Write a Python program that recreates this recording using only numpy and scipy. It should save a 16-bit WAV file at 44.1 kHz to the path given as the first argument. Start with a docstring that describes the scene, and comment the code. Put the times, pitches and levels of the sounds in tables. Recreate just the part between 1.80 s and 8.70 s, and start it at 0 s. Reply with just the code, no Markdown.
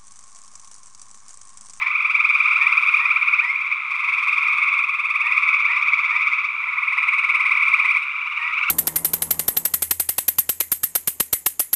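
"""Tree frogs are already trilling across a wooded pond at dusk, over a distant rumble.
Each trill is a slowing train of short rising chirps. From the start the near frogs overlap, one gives
rising whistled weeps, and a far chorus swells and ebbs in bouts. Around 1 s a thin buzz comes and goes;
from about 3 s something hoots very faintly now and then. The frogs trill on to the end."""
import sys
import numpy as np
from scipy import signal
from scipy.fft import rfft, irfft
from scipy.io import wavfile

SR = 44100
rng = np.random.default_rng(int(sys.argv[2]) if len(sys.argv) > 2 else 0)


def store_wav(level_fs):
    """Save 16-bit WAV to argv[1]."""
    pcm = np.round(np.clip(np.atleast_2d(level_fs), -1, 1) * 32767)
    wavfile.write(sys.argv[1], SR, pcm.T.astype(np.int16))


N = 304290
TIME = np.arange(N) / SR

# Tone colour of a near frog's throat: f/Hz, level/dB
NEAR_THROAT = [(700, -23), (1000, -13), (1450, -10), (1750, -13), (2100, -2), (2400, 3.5), (2750, -6.5),
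               (3100, -18), (3700, -21), (4200, -35.5), (4900, -32.5), (7200, -46.5), (9500, -45.5),
               (11000, -65), (15000, -70)]
# Near voices: level/dB, f/Hz, fundamental/dB, overtones/dB, upper throat resonance/dB, swell t/s
NEAR_VOICES = [ (-19, 1070, 1, 2, -4, .05), (-17.5, 1250, 2, -0.5, -5, 0.16),
               (-20.5, 1220, -7, 1.5, 6, 0.074), (-21.5, 1130, -3, -1.5, -1, 0.059),
               (-24, 1140, 3, 3.5, 2.5, 0.0175), (-18.5, 1185, 0.5, -1, 7, 0.09),
               (-19, 1170, -1, -0.5, -8.5, 0.13), (-15, 1130, -0.5, -5, 8.5, 0.26),
               (-22.5, 1300, -0.5, 1.5, 8.5, 0.085), (-24, 1400, -3, 0, -7, 0.1),
               (-18, 1400, 0, 0, -2, 0.044), ]
# Trill cues: first pulse t/s, last pulse t/s, pulse count, slowing (0-1), row of NEAR_VOICES
TRILL_CUES = [ (-.33, .078, 9, .05, 0), (.025, 1.601, 31, .2, 1), (.142, 1.174, 23, .13, 2),
              (1.372, 1.926, 11, .02, 3), (2.075, 2.735, 15, .15, 4), (2.152, 3.742, 32, .15, 5),
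              (3.357, 4.651, 24, .02, 6), (3.49, 4.53, 20, .1, 3), (4.841, 6.17, 26, .16, 7),
              (5.08, 6.232, 22, .12, 8), (5.525, 6.147, 12, .02, 3), (6.268, 6.9, 13, .08, 9),
              (6.735, 7.33, 12, .1, 10), ]
def near_frogs(soft_start_db=-7, dull_start_db=-8, flat_start=0.0552, uneven_db=1, uneven_pitch=0.01485):
    """Each trill starts soft, dull and flat, and gains level, edge and pitch together."""
    out, pad_s = np.zeros(N), .1
    for first, last, pulses, slowing, frog in TRILL_CUES:
        db, hz, fundamental_db, overtones_db, upper_db, swell_s = NEAR_VOICES[frog]
        trill = np.zeros(int((last - first + 2 * pad_s) * SR))
        for s in pulse_times(0, last - first, pulses, slowing):
            slack = np.exp(-abs(s) / swell_s)
            louder, sharper, brighter = rng.standard_normal(3)
            pitch = hz * (1 - flat_start * slack + uneven_pitch * sharper)
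            bright_db = overtones_db + dull_start_db * slack + uneven_db * brighter
            pulse = chirp(pitch, NEAR_THROAT, bright_db, upper_db, fundamental_db)
            gain = np.sqrt(2) * gain_of(db + soft_start_db * slack + uneven_db * louder)
            add(trill, pad_s + s - len(pulse) / SR / 2, gain * pulse)
        add(out, first - pad_s, bank_echoes(trill))
    return out


def pulse_times(first, last, count, slowing, jitter_s=.0007):
    """The pulses come quickly at first and spread out as the frog tires."""
    even = np.linspace(0, 1, int(round(count)))
    dragged = even + slowing * even * (np.sqrt(even) - 1)
    return first + (last - first) * dragged + jitter_s * rng.standard_normal(len(even))


def chirp(hz, throat, overtones_db=0, upper_db=0, fundamental_db=0,
          rise_s=.015, fall_s=.0095, glide_per_s=10, flick_per_s=5, rough=.011, edge_db=6):
    """One pulse, centred on its peak: it climbs and brightens as it swells, then flicks up as it shuts."""
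    t = np.arange(-900, 900) / SR
    swell = np.exp(-(t / np.where(t < 0, rise_s, fall_s)) ** 2) * signal.windows.tukey(len(t), .3)
    glide = np.exp(glide_per_s * t + flick_per_s * np.maximum(t, 0))
    pitch = hz * glide * (1 + rough * wander(t, per_s=900))
    return swell * voice(pitch, throat, overtones_db + edge_db * (swell - .8), upper_db, fundamental_db)


def voice(hz, throat, overtones_db=0, upper_db=0, fundamental_db=0,
          upper_hz=8800, upper_width_hz=750, ceiling_db=-25):
    """Two strong harmonics and weak overtones, coloured by the throat and its upper resonance."""
    harmonic = np.arange(1, 10)[:, None]
    partial_hz = harmonic * hz
    db = level_at(throat, partial_hz) + fundamental_db * (harmonic == 1)
    db = np.where(harmonic > 2, np.minimum(db, ceiling_db) + overtones_db, db)
    db += upper_db / (1 + np.square(np.square((partial_hz - upper_hz) / upper_width_hz)))
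    cycles = np.cumsum(hz) / SR + rng.random()
    return (gain_of(db) * np.sin(2 * np.pi * harmonic * cycles)).sum(0)


# Tone colour of a weep, where the mouth rings in two high bands: f/Hz, level/dB
WEEP_COLOUR = [(850, -15), (1100, -10), (1750, -6), (2150, 2), (2800, -23.5), (3300, -28), (4300, -41.5),
               (5200, -28), (6000, -49), (7600, -53), (8500, -36), (9500, -59)]
# Weep cues: t/s, length/s, first f/Hz, last f/Hz, level/dB
WEEP_CUES = [ (0.027, 0.092, 857, 1068, -34.5), (0.792, 0.14, 898, 1074, -29.5),
             (1.186, 0.14, 900, 1121, -29.5), (1.613, 0.13, 915, 1149, -26.5),
             (3.423, 0.16, 905, 1077, -30.5), (3.869, 0.15, 905, 1082, -28),
             (4.304, 0.135, 892, 1120, -30.5), (6.575, 0.16, 930, 1000, -31), ]
def weeps(rough=0.02):
    """Drawn-out whistles that bend upward, given to a rival."""
    out = np.zeros(N)
    for s, length, first_hz, last_hz, db in WEEP_CUES:
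        t = np.arange(0, length, 1 / SR)
        bend = first_hz + (last_hz - first_hz) * (t / length) ** 1.1
        hz = bend * (1 + rough * wander(t, per_s=450))
        add(out, s, faded(voice(hz, WEEP_COLOUR, ceiling_db=-19.5), db))
    return out


# Rasp in the far voices: f/Hz, relative level/dB
RASP_SPECTRUM = [(550, -55), (780, -17.5), (1000, 7.5), (1400, -8), (1700, -1), (2400, -6), (3100, -8.5),
                 (3650, -9), (4200, -18.5), (5000, -22), (7000, -29.5), (10000, -34.5), (15000, -54.5)]
def far_chorus(direct_db=-2, rasp_db=-18):
    """Two groups of far frogs, each blurred by its own stretch of woods, swell and ebb together."""
    groups = [far_frogs() for _ in range(2)]
    blend = sum(gain_of(direct_db) * group + woods_echoes(group, t60=.68, delay_s=.03, dull_hz=4600)
                for group in groups)
    return bout_level() * (unit_rms(blend) + gain_of(rasp_db) * noise(RASP_SPECTRUM))


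# Tone colour of a throat heard through the trees: f/Hz, level/dB
FAR_COLOUR = [(750, -20.5), (1000, -11.5), (1200, -9.5), (1400, -6), (1700, -13), (2050, -2.5), (2350, 3),
              (2600, -6), (3000, -18.5), (3650, -23), (4200, -42), (5000, -42.5), (7000, -49.5),
              (10000, -59.5)]
def far_frogs(count=8, mid_hz=1200, spread_hz=140, spread_db=2):
    """A group of frogs that trill and rest in turn, each trill on its own pitch."""
    out = np.zeros(N)
    for start in -1.5 * rng.random(count):
        for stretch, rest, pace, size, up, down in rng.random((5, 6)):  # five trills a frog
            length_s, pulses_per_s = 1.1 + .7 * stretch, 17.5 + 3 * pace
            gain = gain_of(spread_db * (2 * size - 1))
            pulse = gain * chirp(mid_hz + spread_hz * (up - down), FAR_COLOUR)
            times = pulse_times(start, start + length_s, length_s * pulses_per_s, slowing=.13)
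            for s in times[times < TIME[-1]].tolist():
                add(out, s, pulse)
            start += length_s + .2 + .5 * rest
    return unit_rms(out)


# Bouts in which the far frogs set each other off: start t/s, end t/s, level/dB
BOUT_CUES = [(0.22, 1.548, -22.5), (2.106, 2.942, -22), (3.31, 4.542, -23), (4.988, 6.094, -23.5),
             (6.5, 7.3, -23.5)]
def bout_level(lull_db=-26, join_s=.28, drop_out_s=.13):
    """The chorus fader: frogs join in, hold and drop out, above those that call through the lulls."""
    lull = gain_of(lull_db)
    level = np.full(N, lull)
    for start, end, db in BOUT_CUES:
        calling = np.clip((TIME - start) / join_s, 0, 1) * np.clip(1 - (TIME - end) / drop_out_s, 0, 1)
        level += calling * (gain_of(db) - lull)
    return level


def bank_echoes(dry, echo_db=-5.5, spread_s=.025, count=9):
    """A few quick slaps off water and reeds, different for each trill."""
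    taps = np.zeros(SR // 10)
    lateness = rng.random(count) ** 1.5
    at = ((.001 + spread_s * lateness) * SR).astype(int)
    slaps = rng.choice([-1, 1], count) * np.exp(-lateness)
    taps[at] = gain_of(echo_db) * unit_rms(slaps) / np.sqrt(count)
    taps[0] = 1  # the direct sound
    return signal.oaconvolve(dry, taps)


def woods_echoes(dry, t60, delay_s, dull_hz):
    """Sparse reflections from trunks and leaves, which lose treble on the way."""
    t = np.arange(SR) / SR
    taps = rng.standard_normal(SR) * (rng.random(SR) < 2500 / SR)  # about 2500 a second
    taps *= gain_of(-60 * t / t60)
    taps = np.concatenate([np.zeros(int(delay_s * SR)), taps / np.linalg.norm(taps)])
    return signal.lfilter(*signal.butter(1, dull_hz, fs=SR), signal.oaconvolve(dry, taps)[:N])


# Hoot cues: t/s, length/s, first f/Hz, last f/Hz, level/dB
HOOT_CUES = [(2.819, 0.098, 437, 350, -69), (3.376, 0.17, 372, 343, -76), (3.975, 0.14, 362, 337, -78.5),
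             (6.695, 0.1, 414, 362, -69)]
def hoots():
    """Faint falling notes from far off."""
    out = np.zeros(N)
    for s, length, first_hz, last_hz, db in HOOT_CUES:
        hz = np.linspace(first_hz, last_hz, int(length * SR))
        add(out, s, faded(sine(hz), db, taper=.6))
    return out


# Buzz cue: start t/s, end t/s, f/Hz, level/dB at the top of a throb
BUZZ_CUE = (.62, 1.65, 9659.5, -63.5)
def buzz(throbs_per_s=17):
    """A thin, high, throbbing line, perhaps an insect."""
    start, end, hz, db = BUZZ_CUE
    throb = np.abs(np.sin(np.pi * throbs_per_s * (TIME - start)))
    return throb * wavering_tone(start, end, hz, db, waver=.014, per_s=900)


# Drone cues: start t/s, end t/s, f/Hz, level/dB
DRONE_CUES = [(-.3, 0.64, 124.6, -72), (-.3, 1.3, 152, -77), (1.2, 4.3, 215.2, -76.5),
              (1.399, 3.6, 259, -84.5), (4.1, 5.2, 158.4, -76), (5.001, 6.1, 111.2, -81)]
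def drones():
    """Faint low hums come and go in the distance."""
    return sum(wavering_tone(*cue, waver=.023, per_s=97) for cue in DRONE_CUES)


# Bed of still air and distant rumble: f/Hz, relative level/dB
AIR_SPECTRUM = [(25, -23), (50, -8.5), (90, -7), (125, 1), (160, 0.5), (190, -6), (300, -11.5),
                (600, -21.5), (1500, -14.5), (4000, -14.5), (7000, -20), (11000, -20), (15500, -21)]
def air(air_db=-66, drift_db=1.1):
    """Distant rumble and soft hiss, drifting gently in level."""
    return gain_of(air_db + drift_db * wander(TIME, per_s=1.8)) * noise(AIR_SPECTRUM)


def wavering_tone(start, end, hz, db, waver, per_s):
    """A track holding one unsteady tone that fades in and out."""
    out, t = np.zeros(N), np.arange(start, end, 1 / SR)
    add(out, start, faded(sine(hz * (1 + waver * wander(t, per_s))), db))
    return out


def sine(hz):
    """A pure tone that follows a pitch curve."""
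    return np.sin(2 * np.pi * np.cumsum(hz) / SR)


def faded(sound, db, taper=.4):
    """Fades both ends; between the fades a unit sine has an rms level of db."""
    return np.sqrt(2) * gain_of(db) * signal.windows.tukey(len(sound), taper) * sound


def noise(spectrum):
    """Steady coloured noise with an rms of 1."""
    colour = gain_of(level_at(spectrum, np.fft.rfftfreq(N, 1 / SR)))
    return unit_rms(irfft(rfft(rng.standard_normal(N)) * colour, N))


def wander(t, per_s):
    """Random modulation of size about 1, with per_s turning points a second."""
    knots = rng.standard_normal(int((t[-1] - t[0]) * per_s) + 3)
    return 1.2 * np.interp((t - t[0]) * per_s, np.arange(len(knots)), knots)


def level_at(spectrum, hz):
    """An EQ curve in dB, joined on a log-frequency axis."""
    f, db = np.transpose(spectrum)
    return np.interp(np.log(hz + 1), np.log(f + 1), db)


def gain_of(db):
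    """Decibels to amplitude."""
    return np.exp(np.asarray(db) * np.log(10) / 20)


def unit_rms(x):
    """Scaled to an rms of 1."""
    return x / np.sqrt(np.mean(x ** 2) + 1e-20)


def add(mix, s, sound):
    """Lays a sound into the mix from time s on."""
    at = round(s * SR)
    sound = sound[max(-at, 0):]
    part = mix[max(at, 0):][:len(sound)]
    part += sound[:len(part)]


def scene(near_db=-1.18, woods_db=-11.0):
    """Single calls with a soft tail from the woods, over the chorus and the evening air, in mono."""
    calls = gain_of(near_db) * near_frogs() + weeps() + hoots()
    tail = gain_of(woods_db) * woods_echoes(calls, t60=.6, delay_s=.018, dull_hz=10000)
    return (calls + tail + far_chorus() + air() + drones() + buzz())[None]


def record(dry):
    """A steep low-pass trims the top above 15750 Hz."""
    low_pass = signal.firwin(511, 15750, window=("kaiser", 9), fs=SR)
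    return signal.oaconvolve(dry, low_pass[None], "same")


dry = scene()
out = record(dry)
store_wav(out)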